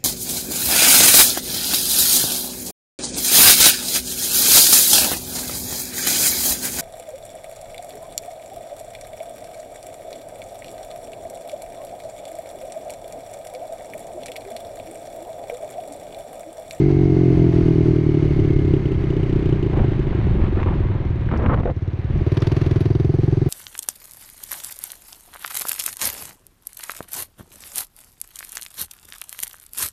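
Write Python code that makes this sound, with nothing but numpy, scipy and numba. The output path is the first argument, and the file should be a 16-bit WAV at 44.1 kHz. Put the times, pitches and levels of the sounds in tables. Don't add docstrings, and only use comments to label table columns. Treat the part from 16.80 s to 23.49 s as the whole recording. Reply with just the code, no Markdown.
import sys
import numpy as np
from scipy import signal
from scipy.fft import rfft, irfft
from scipy.io import wavfile
from scipy.ndimage import uniform_filter1d
from numba import njit

SR = 44100
rng = np.random.default_rng(int(sys.argv[2]) if len(sys.argv) > 2 else 0)


def materialize(psi):
    bounded = np.clip(np.atleast_2d(psi).T, -1, 1)
    quanta = np.round(bounded * 32767).astype(np.int16)
    wavfile.write(sys.argv[1], SR, quanta)


N = 295029
T = np.arange(N) / SR

# (time [s], level [dB])
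WIND_LEVEL = [(0, -25.5), (1.2, -25.3), (2.0, -20.8), (3.5, -19.8), (4.88, -21), (4.95, -35), (5.9, -26.5),
              (6.69, -27.5)]
# (crest time [s], half length [s], added level [dB])
WIND_SWELLS = [(.6, .12, 4), (1.68, .13, 4), (3.65, .3, 3.5), (4.78, .12, 3.5), (5.37, .08, 14)]
# (time [s], length [s], rumble level [dB], whoosh centre [Hz], width [Hz], level [dB])
WIND_BUFFETS = [(2.922, 0.13, -26, 820, 500, -38), (3.3, 0.12, -36, 1300, 1600, -46),
                (3.58, 0.11, -30.5, 950, 500, -40), (3.765, 0.06, -26, 1050, 1100, -36),
                (3.855, 0.09, -30, 950, 600, -37.5), (3.964, 0.28, -35.5, 980, 450, -46),
                (4.51, 0.065, -25, 1050, 800, -35), (4.582, 0.1, -24, 1000, 600, -35.5),
                (4.688, 0.063, -20.5, 1080, 500, -27), (4.755, 0.06, -28, 950, 400, -36.5),
                (4.853, 0.062, -28, 510, 240, -24.5)]
# (frequency [Hz], relative level [dB])
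RUMBLE_SPECTRUM = [(12, -7), (25, -8), (50, -8), (80, -5.5), (120, -10.5), (200, -17), (400, -41.5),
                   (900, -65)]
BUFFET_SPECTRUM = [(30, 8), (90, 7), (200, 8), (500, 1), (750, -6), (1100, -18), (1500, -19), (2200, -24),
                   (3500, -37), (5000, -56), (9000, -80)]
# (time [s], thud level [dB], crack level [dB])
POLE_KNOCKS = [(2.993, -28, -30), (3.33, -38, -33), (3.412, -38, -35), (3.8, -30, -28), (3.83, -27, -25),
               (3.885, -32, -32), (4.489, -36, -30), (4.513, -25, -27), (4.538, -22, -28),
               (4.562, -32, -29), (4.598, -28, -33), (4.618, -26, -34), (4.639, -30, -32),
               (4.661, -23, -21), (4.728, -18, -30), (4.743, -18, -26), (4.775, -32, -33), (4.8, -26, -38),
               (4.833, -25, -31), (4.856, -19, -34), (4.873, -22, -33), (4.899, -25, -32)]
# (frequency [Hz], relative level [dB])
THUD_SPECTRUM = [(120, -8), (280, 2), (700, 0), (1100, -14), (2000, -32)]
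CRACK_SPECTRUM = [(700, -6), (1000, 0), (1800, -5), (3000, -17), (4500, -35), (7000, -55)]
# (time [s], frequency [Hz], level [dB])
METAL_TICKS = [(3.828, 5940, -58), (3.829, 3300, -45), (4.574, 5330, -48), (4.576, 8200, -63),
               (5.377, 5600, -56), (5.545, 9050, -59), (5.603, 5650, -47), (6.003, 10400, -53),
               (6.01, 11800, -51), (6.13, 4700, -50), (6.342, 11900, -61)]

# (time [s], firing rate [1/s])
FIRING_RATE = [(0.0, 47.53), (0.5, 43.42), (1.0, 39.86), (1.5, 36.17), (2.0, 33.46), (2.3, 31.63),
               (2.65, 30.42), (2.9, 27.83), (3.2, 26.4), (3.5, 24.09), (3.9, 21.26), (4.3, 19.21),
               (4.7, 17.72), (5.25, 17.88), (5.45, 18.3), (5.65, 20.57), (6.15, 20.92), (6.69, 22.26)]
# (time [s], opening [0-1])
THROTTLE_OPENING = [(5.25, 0), (5.47, .33), (5.57, 1), (5.85, .88), (6.1, .68), (6.4, .35), (6.69, .29)]
# (time [s], level [dB])
CLATTER_ENVELOPE = [(0, -39), (.6, -38), (2, -38), (3.6, -35.8), (4.45, -39), (5.0, -45.5), (5.4, -37.2),
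                    (5.8, -36.3), (6.2, -41), (6.69, -41)]
# (frequency [Hz], relative level [dB])
CLATTER_SPECTRUM = [(300, 9.5), (500, 5), (700, 0.5), (1050, -2), (1400, -5.5), (1700, -5.5), (2100, -7.5),
                    (2500, -9.5), (3000, -13.5), (4000, -19), (5000, -31), (7000, -40)]
SIZZLE_SPECTRUM = [(3000, -5.5), (4500, 2), (5200, -4.5), (6200, -3.5), (7300, -16.5), (9500, -15),
                   (11000, -17.5), (12500, -28.5), (14000, -41.5)]
# (order [multiple of the firing rate], relative level [dB])
GEAR_ORDERS = [(14, -12), (15, -9), (16, -4), (18, -13), (43, -10), (44, -9), (47, -11), (60, -6), (61, -6),
               (63, -8)]
# (frequency [Hz], bandwidth [Hz], relative level [dB])
CYLINDER_MODES = [(2900, 600, 0), (7000, 2500, -18)]
TAPPET_COVER_MODES = [(3750, 900, 0), (5600, 1200, -8)]
CASE_MODES = [(675, 180, 3), (2117, 220, 0.0079)]
PANEL_MODES = [(480, 50, 2), (625, 70, 1), (1050, 300, -1), (1500, 500, -6), (3900, 900, -12),
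               (4600, 160, -13), (5800, 700, -17)]
LOOSE_METAL_MODES = [(10500, 700, -3), (12050, 450, 0)]

# (time [s], level against a normal firing [dB])
STUMBLED_FIRINGS = [(0.342, -4), (0.553, -6), (0.712, -8), (0.838, -7), (0.936, -4), (1.037, -5),
                    (1.138, -5), (1.215, -6), (1.243, -6), (1.321, -6), (1.4, -6), (1.483, -5), (1.54, -6),
                    (1.565, -3), (1.62, -4), (1.68, -4), (1.731, -5), (1.82, -4), (1.85, 1), (1.908, -2),
                    (1.936, 4), (1.995, -9), (2.025, -9), (2.086, -8), (2.148, -6), (2.178, -9),
                    (2.209, -11), (2.24, -2), (2.272, -13), (2.303, 1.5), (2.335, -4), (2.4, -3),
                    (2.465, -6), (2.6, -2), (2.728, 3), (2.759, -5), (2.793, -8), (2.827, 3), (2.9, -3),
                    (2.935, -5), (2.972, 3), (3.01, -6), (3.154, -10.5), (3.232, -7), (3.31, -4),
                    (3.426, -15), (3.51, -3)]
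# (time [s], relative level [dB])
AFTERFIRE_POPS = [(.333, -11), (.464, -9), (.487, -9), (.509, -10), (.541, -6), (.654, -11), (.805, -10),
                  (1.066, -9), (1.136, -9), (2.106, -6), (2.385, -8), (2.852, -8)]
# (frequency at SLOW_RATE [Hz], bandwidth [Hz], relative level [dB],
# gain per doubling of speed [dB], gain at idle [dB], gain under load [dB])
BOOM_MODES = [(85, 22, 8.9, -15.7, -5.1, 1.2), (135, 72, 3.2, 12.3, 2.9, 10),
              (160, 50, -1.8, 14.6, 2.5, 12.8)]
BARK_MODES = [(280, 72, -8.5, 23, -5.4, 5.2), (366, 78, 4.8, 8.4, -6, 5), (407, 32, .8, 1, -5.5, 7.8),
              (466, 20, -15.2, 3, 3.7, 14)]
# (time [s], frequency [Hz])
HONK_PITCH = [(5.5, 620), (6.0, 680), (6.5, 745)]
# (frequency [Hz], relative level [dB])
GURGLE_SPECTRUM = [(180, 0), (700, 0)]
RASP_SPECTRUM = [(300, -14), (600, -6), (1000, 0), (2000, -5), (4000, -10), (6000, -19), (7500, -31),
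                 (12000, -34), (14500, -52)]

SLOW_RATE, KNEE_RATE = 20, 40


def undb(db):
    return 10 ** (np.asarray(db) / 20)


def unit(x):
    return x / np.sqrt(np.mean(x ** 2))


def curve(table):
    return np.interp(T, *np.transpose(table))


def colour(x, spectrum):
    hz, db = np.transpose(spectrum)
    f = np.maximum(np.arange(N // 2 + 1) * SR / N, 1)
    roll_off = np.minimum(1, np.minimum(f / hz[0], hz[-1] / f)) ** 4
    gain = undb(np.interp(np.log(f), np.log(hz), db))
    return unit(irfft(rfft(x) * roll_off * gain, N))


def noise():
    return rng.standard_normal(N)


def walk(rate):
    hold = int(SR / rate)
    steps = np.repeat(noise()[:N // hold + 1], hold)[:N]
    return unit(uniform_filter1d(steps, hold))


@njit
def resonator(x, hz, width):
    y, band_state, low_state, g = np.empty(len(x)), 0., 0., 0.
    for i in range(len(x)):
        if i == 0 or hz[i] != hz[i - 1]:
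            g = np.tan(np.pi * hz[i] / SR)
        damping = width / hz[i]
        v = (band_state + g * (x[i] + 1e-18 - low_state)) / (1 + g * (g + damping))
        band_state = 2 * v - band_state
        low_state += 2 * g * v
        y[i] = damping * v
    return y


def ring(x, modes):
    return sum(undb(db) * resonator(x, np.full(N, float(hz)), float(width)) for hz, width, db in modes)


def band(x, hz, width):
    mode = [(hz, width, 0)]
    return unit(ring(ring(x, mode), mode))


def bands(x, modes):
    return unit(sum(undb(db) * band(x, hz, width) for hz, width, db in modes))


def puff(age, rise_s):
    u = np.maximum(age, 0) / rise_s
    return u ** 2 * np.exp(-u)


def wind(flicker_db=1.5, grain_db=2.2, edge_s=.015, muffle_hz=2600):
    swells_db = sum(db * np.exp(-((T - s) / half) ** 2) for s, half, db in WIND_SWELLS)
    flicker = undb(flicker_db * walk(8.8))
    out = colour(noise() * flicker, RUMBLE_SPECTRUM) * undb(curve(WIND_LEVEL) + swells_db)
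    eddies = undb(grain_db * walk(250))
    buffet = colour(noise() * eddies, BUFFET_SPECTRUM)
    air = signal.sosfilt(signal.butter(4, muffle_hz, fs=SR, output="sos"), noise() * eddies)
    for s, length, db, hz, width, whoosh_db in WIND_BUFFETS:
        gust = np.clip(np.minimum(T - s, s + length - T) / edge_s + .5, 0, 1)
        out += gust * (undb(db) * buffet + undb(whoosh_db) * band(air, hz, width))
    return out


def knocks(decay_s=.005):
    def struck(s):
        return (T >= s) * np.exp(-np.clip((T - s) / decay_s, 0, 20))
    thuds = noise() * sum(undb(db) * struck(s) for s, db, _ in POLE_KNOCKS)
    cracks = noise() * sum(undb(db) * struck(s) for s, _, db in POLE_KNOCKS)
    out = np.std(thuds) * colour(thuds, THUD_SPECTRUM) + np.std(cracks) * colour(cracks, CRACK_SPECTRUM)
    grit = noise()
    for s, hz, db in METAL_TICKS:
        tap = undb(db) * struck(s) * grit
        out += np.std(tap) * band(tap, hz, width=1100)
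    return out


def facing_db(start_s=4.35, swing_s=.5, gain_db=11.5):
    return gain_db * np.clip((T - start_s) / swing_s, 0, 1)


def below_knee(octaves):
    return np.minimum(octaves, np.log2(KNEE_RATE / SLOW_RATE))


def engine_state(rate, full_opening=.33, idle_rate=18.3, catch_rate=21.2, lean_rate=32, lean_octaves=.45):
    octaves = np.log2(rate / SLOW_RATE)
    throttle = curve(THROTTLE_OPENING)
    charge = np.minimum(throttle / full_opening, 1)
    idle_jet = np.clip((catch_rate - rate) / (catch_rate - idle_rate), 0, 1)
    idle = (1 - charge) * idle_jet
    lean = (1 - charge) * np.exp(-(np.log2(rate / lean_rate) / lean_octaves) ** 2)
    return octaves, throttle, charge, idle, lean


def running_gear(cycle, state, age, strength, grain_db=1.5, flutter_db=.8):
    octaves, _, charge, idle, lean = state
    valve_taps = np.exp(-(cycle % .5) / .018)
    rattle = (1 + .17 * valve_taps) * undb(grain_db * walk(900) + flutter_db * walk(30))
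    clatter = colour(noise() * rattle, CLATTER_SPECTRUM) * undb(curve(CLATTER_ENVELOPE))
    sizzle_db = -72 + 16.5 * below_knee(octaves) - 7 * idle + facing_db()
    sizzle = colour(noise() * rattle, SIZZLE_SPECTRUM) * undb(sizzle_db)
    impacts = noise() * strength * puff(age, rise_s=.002)
    slap = bands(impacts, CYLINDER_MODES) * (1 - idle - charge) * undb(-66 + 13 * lean)
    tappet = bands(impacts, TAPPET_COVER_MODES) * idle * undb(-65)
    return clatter + sizzle + slap + tappet


def gear_whine(cycle, rate, whine_db=-48.5, chatter_db=-55, waver=.75):
    mesh = sum(undb(db) * np.sin(2 * np.pi * order * cycle + waver * order / 20 * walk(70))
               for order, db in GEAR_ORDERS)
    whine = ring(ring(rate ** 2 * mesh, CASE_MODES), CASE_MODES)
    upper_hz, upper_width, _ = CASE_MODES[1]
    chatter = band(noise() * rate ** 1.5, upper_hz, upper_width)
    return unit(whine) * undb(whine_db) + chatter * undb(chatter_db)


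def bodywork(state, age, decay_s=.05, grain_db=4, fits_db=6):
    throttle = state[1]
    shake = noise() * np.exp(-age / decay_s) * undb(grain_db * walk(400))
    buzz = bands(shake, PANEL_MODES) * undb(-42.5)
    jingle = bands(shake * undb(fits_db * walk(70)), LOOSE_METAL_MODES) * undb(-75)
    return (buzz + jingle) * throttle


def firings(cycle, lean, advance_s=.0016, shift_s_per_db=.0001):
    count = np.arange(int(cycle[-1]) + 1)
    chance = rng.standard_normal((len(count), 2))
    times = np.interp(count, cycle, T, left=0) - advance_s
    uneven = np.interp(times, T, lean)
    jitter_s = .00004 + .00015 * uneven ** 2
    times += jitter_s * chance[:, 0]
    db = (.2 + .7 * uneven) * chance[:, 1]
    for s, stumble_db in STUMBLED_FIRINGS:
        db[np.argmin(abs(times - s))] = stumble_db
    times += shift_s_per_db * db
    latest = np.maximum(np.searchsorted(times, T) - 1, 0)
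    return T - times[latest], undb(db)[latest]


def pipe(push, modes, state, tuning_per_octave=.11):
    octaves, _, charge, idle, _ = state
    tuning = 1 + tuning_per_octave * octaves
    out = np.zeros(N)
    for k, (hz, width, db, speed_db, idle_db, load_db) in enumerate(modes):
        gain = undb(db + speed_db * below_knee(octaves) + idle_db * idle + load_db * charge)
        out += (-1) ** k * gain * resonator(push, hz * tuning, float(width))
    return out


def exhaust(rate, state, age, strength, push_s=.0005, valve_lead_s=.002, jet_lag_s=.0006, tail_s=.018):
    octaves, throttle, charge, idle, lean = state
    size = np.sqrt(SLOW_RATE / rate)
    opened = age - valve_lead_s
    turbulence = 1 + (.02 + .06 * lean) * walk(1500)
    blowdown = size * puff(opened, push_s) * turbulence
    pops = size * sum(undb(db) * puff(np.minimum(T - s, .1), push_s) for s, db in AFTERFIRE_POPS)
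    boom = -pipe(blowdown * strength ** .55 + pops, BOOM_MODES, state) * undb(.2)
    gurgle = .02 * size * np.sqrt(lean) * colour(noise(), GURGLE_SPECTRUM)
    bark = pipe(blowdown * strength + pops + gurgle, BARK_MODES, state) * undb(1.1)
    jet = puff(age - jet_lag_s, rise_s=.0023) + .13 * np.exp(-age / tail_s)
    flutter = undb(1.5 * walk(60) + 1.5 * walk(800))
    rasp_db = -74 + 22.6 * throttle + 20 * lean - 10 * idle + facing_db()
    rasp = colour(noise() * size * strength * jet * flutter, RASP_SPECTRUM) * undb(rasp_db)
    tone_bursts = puff(opened, rise_s=.0016) * np.sin(2 * np.pi * curve(HONK_PITCH) * opened)
    honk = unit(size * strength * tone_bursts) * charge * undb(-45.5)
    return boom + bark + honk + rasp


def scene():
    rate = curve(FIRING_RATE)
    cycle = np.cumsum(rate) / SR + .2
    state = engine_state(rate)
    age, strength = firings(cycle, lean=state[-1])
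    bike = exhaust(rate, state, age, strength) + running_gear(cycle, state, age, strength)
    bike += gear_whine(cycle, rate) + bodywork(state, age)
    return (bike + wind() + knocks())[None]


def record(dry, ceiling=1.1, top_hz=14500):
    rounded = ceiling * np.tanh(dry / ceiling)
    return signal.sosfilt(signal.ellip(8, .2, 70, top_hz, fs=SR, output="sos"), rounded)


dry = scene()
out = record(dry)
materialize(out)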